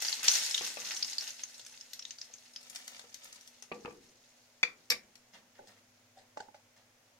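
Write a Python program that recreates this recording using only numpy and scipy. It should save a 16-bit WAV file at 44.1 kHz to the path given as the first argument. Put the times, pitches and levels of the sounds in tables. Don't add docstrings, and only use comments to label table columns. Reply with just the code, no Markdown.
import sys
import numpy as np
from scipy import signal
from scipy.fft import rfft, irfft
from scipy.io import wavfile
from scipy.ndimage import uniform_filter1d

SR = 44100
rng = np.random.default_rng(int(sys.argv[2]) if len(sys.argv) > 2 else 0)


def bounce(signal):
    frames = np.transpose(np.atleast_2d(signal))
    limited = np.clip(frames, -1, 1)
    pcm = np.round(limited * 32767).astype(np.int16)
    wavfile.write(sys.argv[1], SR, pcm)


N = 317079
TIME = np.arange(N) / SR
BRIEF = TIME[:16384]


def undb(db):
    return 10 ** (np.asarray(db) / 20)


def unit(x):
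    return x / np.sqrt(np.mean(x ** 2))


def fade(t, t60):
    return np.exp(-np.log(1000) * t / t60)


def walk(rate):
    return np.interp(TIME * rate, np.arange(4096), rng.standard_normal(4096))


def on_log_axis(points, hz):
    f, value = np.transpose(points)
    return np.interp(np.log(hz + 1), np.log(f), value)


def colour(x, points, tilt=0, order=4096):
    hz = np.arange(order // 2 + 1) * SR / order
    db = on_log_axis(points, hz) + tilt * np.log2(np.maximum(hz, 300) / 1000)
    cepstrum = irfft(np.log(undb(db)))
    cepstrum[1:order // 2] *= 2
    cepstrum[order // 2 + 1:] = 0
    impulse = irfft(np.exp(rfft(cepstrum)))
    return signal.fftconvolve(x, impulse)[:len(x)]


def grains(spread_db, t60, count):
    when, pitch, luck = rng.random((count, 3)).T[:, :, None]
    size = undb(-spread_db * np.log(np.maximum(luck, .004)))
    k = np.arange(72)
    rings = size * np.sin(np.pi * pitch * k) * fade(k / SR, t60)
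    places = (when * N).astype(int) + k
    return unit(np.bincount(places.ravel(), rings.ravel(), N)[:N])


def strokes(rows, attack_s, sag_db_per_s, release_t60):
    power = 0
    for s, held, db in rows:
        age = np.maximum(TIME - s, 0)
        rise = np.minimum(age / attack_s, 1)
        sag = undb(db - sag_db_per_s * age)
        release = fade(np.maximum(age - held, 0), release_t60)
        power = power + (rise * sag * release) ** 2
    return np.sqrt(power)


def add(track, s, db, sound):
    i = int(s * SR)
    peak = 2 * np.sqrt(uniform_filter1d(sound.mean(axis=0) ** 2, size=176).max())
    track[:, i:i + len(BRIEF)] += (undb(db) / peak * sound)[:, :N - i]


# start_s, held_s, level_db (before the sizzle's trim)
PRESSES = [(0.012, 0.13, -37.5), (.226, 0.045, -31.5), (.281, 0.099, -29.5), (.4, 0.188, -36.5),
           (.61, 0.075, -41), (.845, 0.073, -41), (1.06, 0.23, -50)]


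def steam():
    film = undb(-49.5 - 4.5 * TIME)
    lift_s = 1.21
    fritter = undb(-45.5) * fade(np.maximum(TIME - lift_s, 0), 1.6)
    surges = strokes(PRESSES, attack_s=0.0052, sag_db_per_s=16, release_t60=0.043)
    return np.sqrt(film ** 2 + fritter ** 2 + surges ** 2)


# pitch_hz, level_db
OIL_COLOUR = [(120, -60.5), (200, -31.5), (365, -36), (430, -22), (923, -17), (1070, -22.5), (1510, -11.5),
              (1620, -14), (1980, -8.5), (2650, -9), (6130, -3.5), (7620, -10), (13900, -22),
              (15500, -36.5)]


def sizzle(heat):
    out = 0
    for lag in (-2, 2):
        flurries = undb(2.7 * walk(110))
        bubbles = grains(spread_db=3.5, t60=0.0016, count=12000) * flurries
        oil = unit(colour(bubbles, OIL_COLOUR))
        out = out + kitchen(oil * heat, pan_db=1, near_db=0.5, room_db=4.0, lag=lag)
    return out * undb(-4.5)


# pitch_hz, level_db
SNAP_COLOUR = [(200, -38), (1000, -18.5), (2200, -13), (6500, 3), (8000, -19.5), (15500, -32.5)]


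def snaps(heat):
    spatters_per_s, biggest_db = 170, -18
    count = int(spatters_per_s * N / SR)
    when, size = rng.random((count, 2)).T
    seeds = np.bincount((when * N).astype(int), size, N)
    spatters = signal.fftconvolve(seeds, fade(BRIEF, 0.02))[:N]
    ticks = unit(grains(spread_db=2.0, t60=0.0012, count=7000) * spatters)
    ticks = ticks * undb(3) * heat ** 1.15
    ticks = undb(biggest_db) * np.tanh(ticks / undb(biggest_db))
    return undb(4) * kitchen(colour(ticks, SNAP_COLOUR), pan_db=1.5, near_db=-2, room_db=-6)


# start_s, peak_db, pitch_hz (of the cavity as it opens)
POPS = [(0.082, -24.5, 4730), (0.1271, -22, 4220), (0.2831, -9.5, 5740), (0.3153, -20, 6200),
        (0.355, -22, 5860), (0.396, -29, 5500), (0.51, -25, 5500), (0.5444, -20, 3520),
        (0.5777, -23.5, 3260), (0.689, -38.5, 6640), (0.9465, -33, 6300), (0.971, -30.5, 5800),
        (1.0258, -21.5, 4960), (1.046, -28, 5000), (1.08, -34, 5350), (1.1308, -30.5, 4800),
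        (1.1829, -23.5, 4450), (1.209, -28.5, 5500), (1.305, -34.5, 6500), (1.4352, -27, 6130),
        (1.775, -43, 4700), (1.81, -37, 5270), (1.993, -32.5, 5500), (2.024, -37, 5420),
        (2.0519, -31.5, 3700), (2.097, -50, 4220), (2.1076, -31.5, 6200), (2.185, -39, 4500),
        (2.2141, -31, 5050), (2.3376, -36, 6260), (2.561, -31, 5070)]


def pops():
    track = np.zeros((2, N))
    rise_per_s = 20
    band = signal.butter(3, [1500, 7200], "band", fs=SR, output="sos")
    for s, db, hz in POPS:
        cycles = hz * BRIEF * (1 + rise_per_s * BRIEF / 2)
        cavity = np.sin(2 * np.pi * cycles) * fade(BRIEF, 0.008)
        cavity = signal.sosfilt(band, cavity)
        snap = colour(rng.standard_normal(len(BRIEF)) * fade(BRIEF, 0.0035), SNAP_COLOUR)
        pop = unit(cavity) + undb(-5) * unit(snap)
        add(track, s, db, kitchen(pop, pan_db=2.0, near_db=5.0, room_db=-0.5))
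    return track


# start_s, peak_db, tilt_db_per_octave
CRACKLES = [(0.0221, -23.5, 0), (0.0484, -25, -1.5), (0.094, -28, 2), (0.245, -26, 0), (0.2795, -19.5, 0.5),
            (0.462, -27.5, 5), (1.595, -39.5, -2), (1.664, -38, -1), (1.9335, -31, 3), (2.6298, -48, 2),
            (2.6977, -41, 6), (2.7587, -31.5, 0), (2.8784, -35, 0.5), (2.994, -40.5, -2), (3.143, -35, 2),
            (3.244, -43.5, 10), (3.3269, -44, 1), (3.359, -46, 2.5), (3.41, -45, 2.5), (3.475, -44, 4.5),
            (3.6236, -38.5, -1.5), (5.1546, -48, 0.5)]


def crackles():
    track = np.zeros((2, N))
    on_paper_s = 2.4
    for s, db, tilt in CRACKLES:
        fractures = rng.laplace(size=len(BRIEF)) * fade(BRIEF, 0.013)
        crackle = colour(fractures, OIL_COLOUR, tilt)
        lag, pan_db = (9, 4.5) if s > on_paper_s else (0, 1)
        add(track, s, db, kitchen(crackle, pan_db=pan_db, near_db=0.5, room_db=-1.5, lag=lag))
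    return track


# pitch_hz, level_db
PAPER_COLOUR = [(120, -54), (200, -2.5), (240, -11), (371, -18.5), (525, -7.5), (1260, -5), (1650, -3.5),
                (3070, -1), (6590, -2.5), (12900, -18), (15500, -20)]
# start_s, held_s, level_db (before the paper's trim)
PAPER_RUBS = [(2.59, 0.17, -52), (2.74, 0.22, -54.5), (3.19, 0.11, -56)]


def paper():
    rubbing = strokes(PAPER_RUBS, attack_s=0.042, sag_db_per_s=1.5, release_t60=1)
    ticks = grains(spread_db=3.8, t60=0.0007, count=9000) * undb(2.5 * walk(25))
    rustle = unit(colour(ticks, PAPER_COLOUR)) * rubbing
    return undb(-3.5) * kitchen(rustle, pan_db=0.0, near_db=5.0, room_db=0.0, lag=8)


# pitch_hz, level_db, t60_s
WORKTOP_MODES = [(215.4, -13.5, 0.57), (489, 2.5, 0.16), (1165, -0.5, 0.15)]


def utensil(blows, modes, knock, knock_db, worktop_db, **place):
    track = np.zeros((2, N))
    boom = sum(undb(db) * np.sin(2 * np.pi * hz * BRIEF) * fade(BRIEF, t60) for hz, db, t60 in WORKTOP_MODES)
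    boom = boom * (1 - np.exp(-BRIEF / 0.006))
    no_bass = signal.butter(2, 200, "high", fs=SR, output="sos")
    for s, db, tilt, t60 in blows:
        ring = 0
        for hz, mode_db, decay in modes:
            gain = undb(mode_db + tilt * np.log2(hz)) * rng.choice([-1, 1])
            ring = ring + gain * np.sin(2 * np.pi * hz * BRIEF) * fade(BRIEF, decay)
        ring = signal.sosfilt(no_bass, ring)
        contact = colour(rng.laplace(size=len(BRIEF)) * fade(BRIEF, t60), knock, tilt)
        blow = unit(ring) + undb(knock_db) * unit(contact)
        add(track, s, db, kitchen(blow, **place))
        add(track, s, db + worktop_db, np.array([boom, boom]))
    return track


# start_s, peak_db, tilt_db_per_octave, contact_t60_s
SPATULA_BLOWS = [(.610, -36, 1, 0.1), (.771, -34, 3, 0.14), (2.3, -55, -4.5, 0.05),
                 (3.04, -52, -4.5, 0.078), (3.716, -29, -3.5, 0.011), (3.7201, -33, 3, 0.0059),
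                 (3.849, -33, -4.5, 0.013), (3.8572, -32.5, 0.5, 0.024), (3.8777, -38, -12.5, 0.0046),
                 (3.908, -49, 4, 0.022)]
# pitch_hz, level_db, t60_s
SPATULA_MODES = [(480, 8.5, 0.085), (790, 23, 0.0083), (1236, 9.5, 0.026), (1760, 13, 0.011),
                 (2470, 21, 0.0097)]
# pitch_hz, level_db
SPATULA_KNOCK = [(60, -21.5), (140, -18), (215, -11.5), (400, -6.5), (1250, -6), (1500, -14), (2100, -19),
                 (2550, -15.5), (3050, -30.5), (4200, -22.5), (6000, -34), (15000, -63.5)]


def spatula():
    return utensil(SPATULA_BLOWS, SPATULA_MODES, SPATULA_KNOCK, knock_db=-7.5, worktop_db=-12.0,
                   pan_db=1.0, near_db=2.5, room_db=-3, lag=9)


# start_s, held_s, level_db
SCRAPES = [(0.16, 0.081, -60), (0.8, 0.25, -63)]


def scrapes():
    pushing = strokes(SCRAPES, attack_s=0.027, sag_db_per_s=0, release_t60=0.15)
    rasp = unit(colour(grains(spread_db=2.5, t60=0.002, count=5000), SPATULA_KNOCK))
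    return kitchen(rasp * pushing, pan_db=-1.5, near_db=2.5, room_db=-2)


# start_s, peak_db, tilt_db_per_octave, contact_t60_s
FORK_BLOWS = [(4.900, -29.5, 0, 0.016), (4.9025, -16, 1, 0.012), (4.913, -24.5, -2, 0.14),
              (4.934, -38, 0, 0.035)]
# pitch_hz, level_db, t60_s
FORK_MODES = [(2360, -7, 0.04), (4600, 3, 0.028), (4810, 2, 0.039), (5405, 9, 0.03), (6040, 3, 0.022),
              (7540, -6, 0.055), (9420, -15, 0.061)]
# pitch_hz, level_db
FORK_KNOCK = [(130, -19), (215, -2.5), (320, -10.5), (520, -2), (1400, -12.5), (2300, 9), (3100, -1.5),
              (5200, 5), (7800, -8), (8400, -11), (11800, -11), (13000, -43)]


def fork():
    return utensil(FORK_BLOWS, FORK_MODES, FORK_KNOCK, knock_db=-2.0, worktop_db=-25,
                   pan_db=1.5, near_db=2.5, room_db=-5.5, lag=8)


def tines():
    ring = 0
    for hz, gain in [(11602, 1), (14833, undb(-3))]:
        for stretch, share in [(1, 1), (1.003, .25)]:
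            ring = ring + gain * share * np.sin(2 * np.pi * hz * stretch * BRIEF)
    ring = ring * fade(BRIEF, 0.1)
    track = np.zeros((2, N))
    add(track, 4.9, -30, kitchen(ring, pan_db=2, near_db=-14, room_db=-14, lag=7))
    return track


# start_s, peak_db, tilt_db_per_octave, contact_t60_s
CLACK_BLOWS = [(4.6305, -19.5, 6, 0.013), (4.6326, -19.5, -6, 0.0053), (4.9205, -26.5, -5.5, 0.032)]
# pitch_hz, level_db, t60_s
HANDLE_MODES = [(1632, -23, 0.069), (1908, -3, 0.033), (2354, 10, 0.033), (2378, 11, 0.013),
                (3500, -1.5, 0.016), (4590, -5.5, 0.023)]
# pitch_hz, level_db
HANDLE_KNOCK = [(100, -54), (800, -38), (1250, -9), (2350, 12), (3000, -7), (6500, -5.5), (8000, -25),
                (15000, -55)]


def clack():
    return utensil(CLACK_BLOWS, HANDLE_MODES, HANDLE_KNOCK, knock_db=-4.0, worktop_db=-29,
                   pan_db=3.0, near_db=-4.5, room_db=-7.5, lag=5)


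# start_s, peak_db, tilt_db_per_octave, contact_t60_s
BOWL_BLOWS = [(5.591, -45.5, -13, 0.25), (6.3715, -34, -2, 0.02), (6.403, -34.5, -2, 0.016),
              (6.483, -46.5, -13, 0.031), (6.544, -45, 0, 0.13)]
# pitch_hz, level_db, t60_s
BOWL_MODES = [(590, -3.5, 0.028), (760, 5.5, 0.019), (843, 8.5, 0.05), (1520, 5, 0.021)]
# pitch_hz, level_db
BOWL_KNOCK = [(150, -26), (210, -16), (600, 2.5), (830, 6), (1150, -26), (1550, -8.5), (2700, -12),
              (4300, -10), (6700, -13), (8500, -22), (15000, -61)]
# start_s, held_s, level_db
BRUSHES = [(5.328, 0.022, -55.5), (5.55, 0.031, -63.5), (5.668, 0.0086, -53), (5.76, 0.016, -65.5),
           (6.76, 0.022, -65)]
# start_s, held_s, level_db
SLIDES = [(6.15, 0.049, -60.5), (6.36, 0.053, -52.5)]


def bowl():
    brushing = strokes(BRUSHES, attack_s=0.0037, sag_db_per_s=51, release_t60=0.24)
    sliding = strokes(SLIDES, attack_s=0.027, sag_db_per_s=35, release_t60=0.15)
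    cloth = grains(spread_db=-1, t60=0.0016, count=9000)
    brush = unit(colour(cloth, PAPER_COLOUR, tilt=-2.5)) * brushing
    plastic = grains(spread_db=1.5, t60=0.002, count=9000)
    scuff = unit(colour(plastic, BOWL_KNOCK, tilt=0.3)) * sliding
    knocks = utensil(BOWL_BLOWS, BOWL_MODES, BOWL_KNOCK, knock_db=-4.5, worktop_db=-33,
                     pan_db=0.0, near_db=5.5, room_db=-8.5, lag=-9)
    return knocks + kitchen(brush + scuff, pan_db=-0.5, near_db=11.0, room_db=9.0)


def ports(mid, side, apart_hz=750):
    side = signal.sosfilt(signal.butter(1, apart_hz, "high", fs=SR, output="sos"), side)
    return np.array([mid + side, mid - side])


# pitch_hz, t60_s
ROOM_T60 = [(200, 0.9), (600, 0.32), (2500, 0.18), (7000, 0.17), (15000, 0.22)]


def kitchen(x, pan_db, near_db, room_db, lag=0):
    hz = np.arange(len(BRIEF) // 2 + 1) * SR / len(BRIEF)
    centres, t60s = np.transpose(ROOM_T60)
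    near = ports(*rng.standard_normal((2, len(BRIEF))) ** 3) * fade(BRIEF, 0.024) * (BRIEF > .0006)
    diffuse = rfft(ports(*rng.standard_normal((2, len(BRIEF)))))
    tail = 0
    for share, t60 in zip(np.eye(len(t60s)), t60s):
        band = irfft(diffuse * np.interp(hz, centres, share))
        tail = tail + band * fade(BRIEF, t60)
    tail = tail * (BRIEF > .005)
    response = sum(undb(db) * part / np.linalg.norm(part[0]) for db, part in [(near_db, near), (room_db, tail)])
    response[0, max(0, -lag)] += 1
    response[1, max(0, lag)] += 1
    pan = undb(np.array([[pan_db], [-pan_db]]) / 2)
    response *= pan / np.linalg.norm(response.mean(axis=0))
    return signal.fftconvolve(x[None], response, axes=1)[:, :len(x)]


# pitch_hz, level_db
AIR = [(25, -15.5), (64, -24), (120, -8), (170, -22.5), (230, -11), (380, -17), (550, -8.5), (830, -14),
       (1150, -17.5), (2100, -16.5), (4000, -22), (6700, -19.5), (7700, -26.5), (15500, -31)]
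# pitch_hz, level_db (centre of its wavering), start_s
HUM = [(116, -92, 3.5), (244.3, -77, 0), (102, -81.5, 5.5)]


def background():
    mid, side = (unit(colour(rng.standard_normal(N), AIR)) for _ in range(2))
    air = undb(-69.5) * ports(mid, side, apart_hz=900.5)
    hum = 0
    for hz, db, on in HUM:
        level = undb(db + 2.0 * walk(2.7)) * np.sqrt(2)
        switch = np.clip((TIME - on) / 0.011, 0, 1)
        hum = hum + level * np.sin(2 * np.pi * hz * TIME + 1.2 * walk(3.4)) * switch
    return air + hum


def scene():
    heat = steam()
    frying = sizzle(heat) + snaps(heat) + pops() + crackles()
    serving = paper() + scrapes()
    laid_down = spatula() + clack() + fork() + tines()
    return frying + serving + laid_down + bowl() + background()


def record(dry):
    return signal.sosfilt(signal.ellip(10, .2, 70, 15900, fs=SR, output="sos"), dry)


dry = scene()
out = record(dry)
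bounce(out)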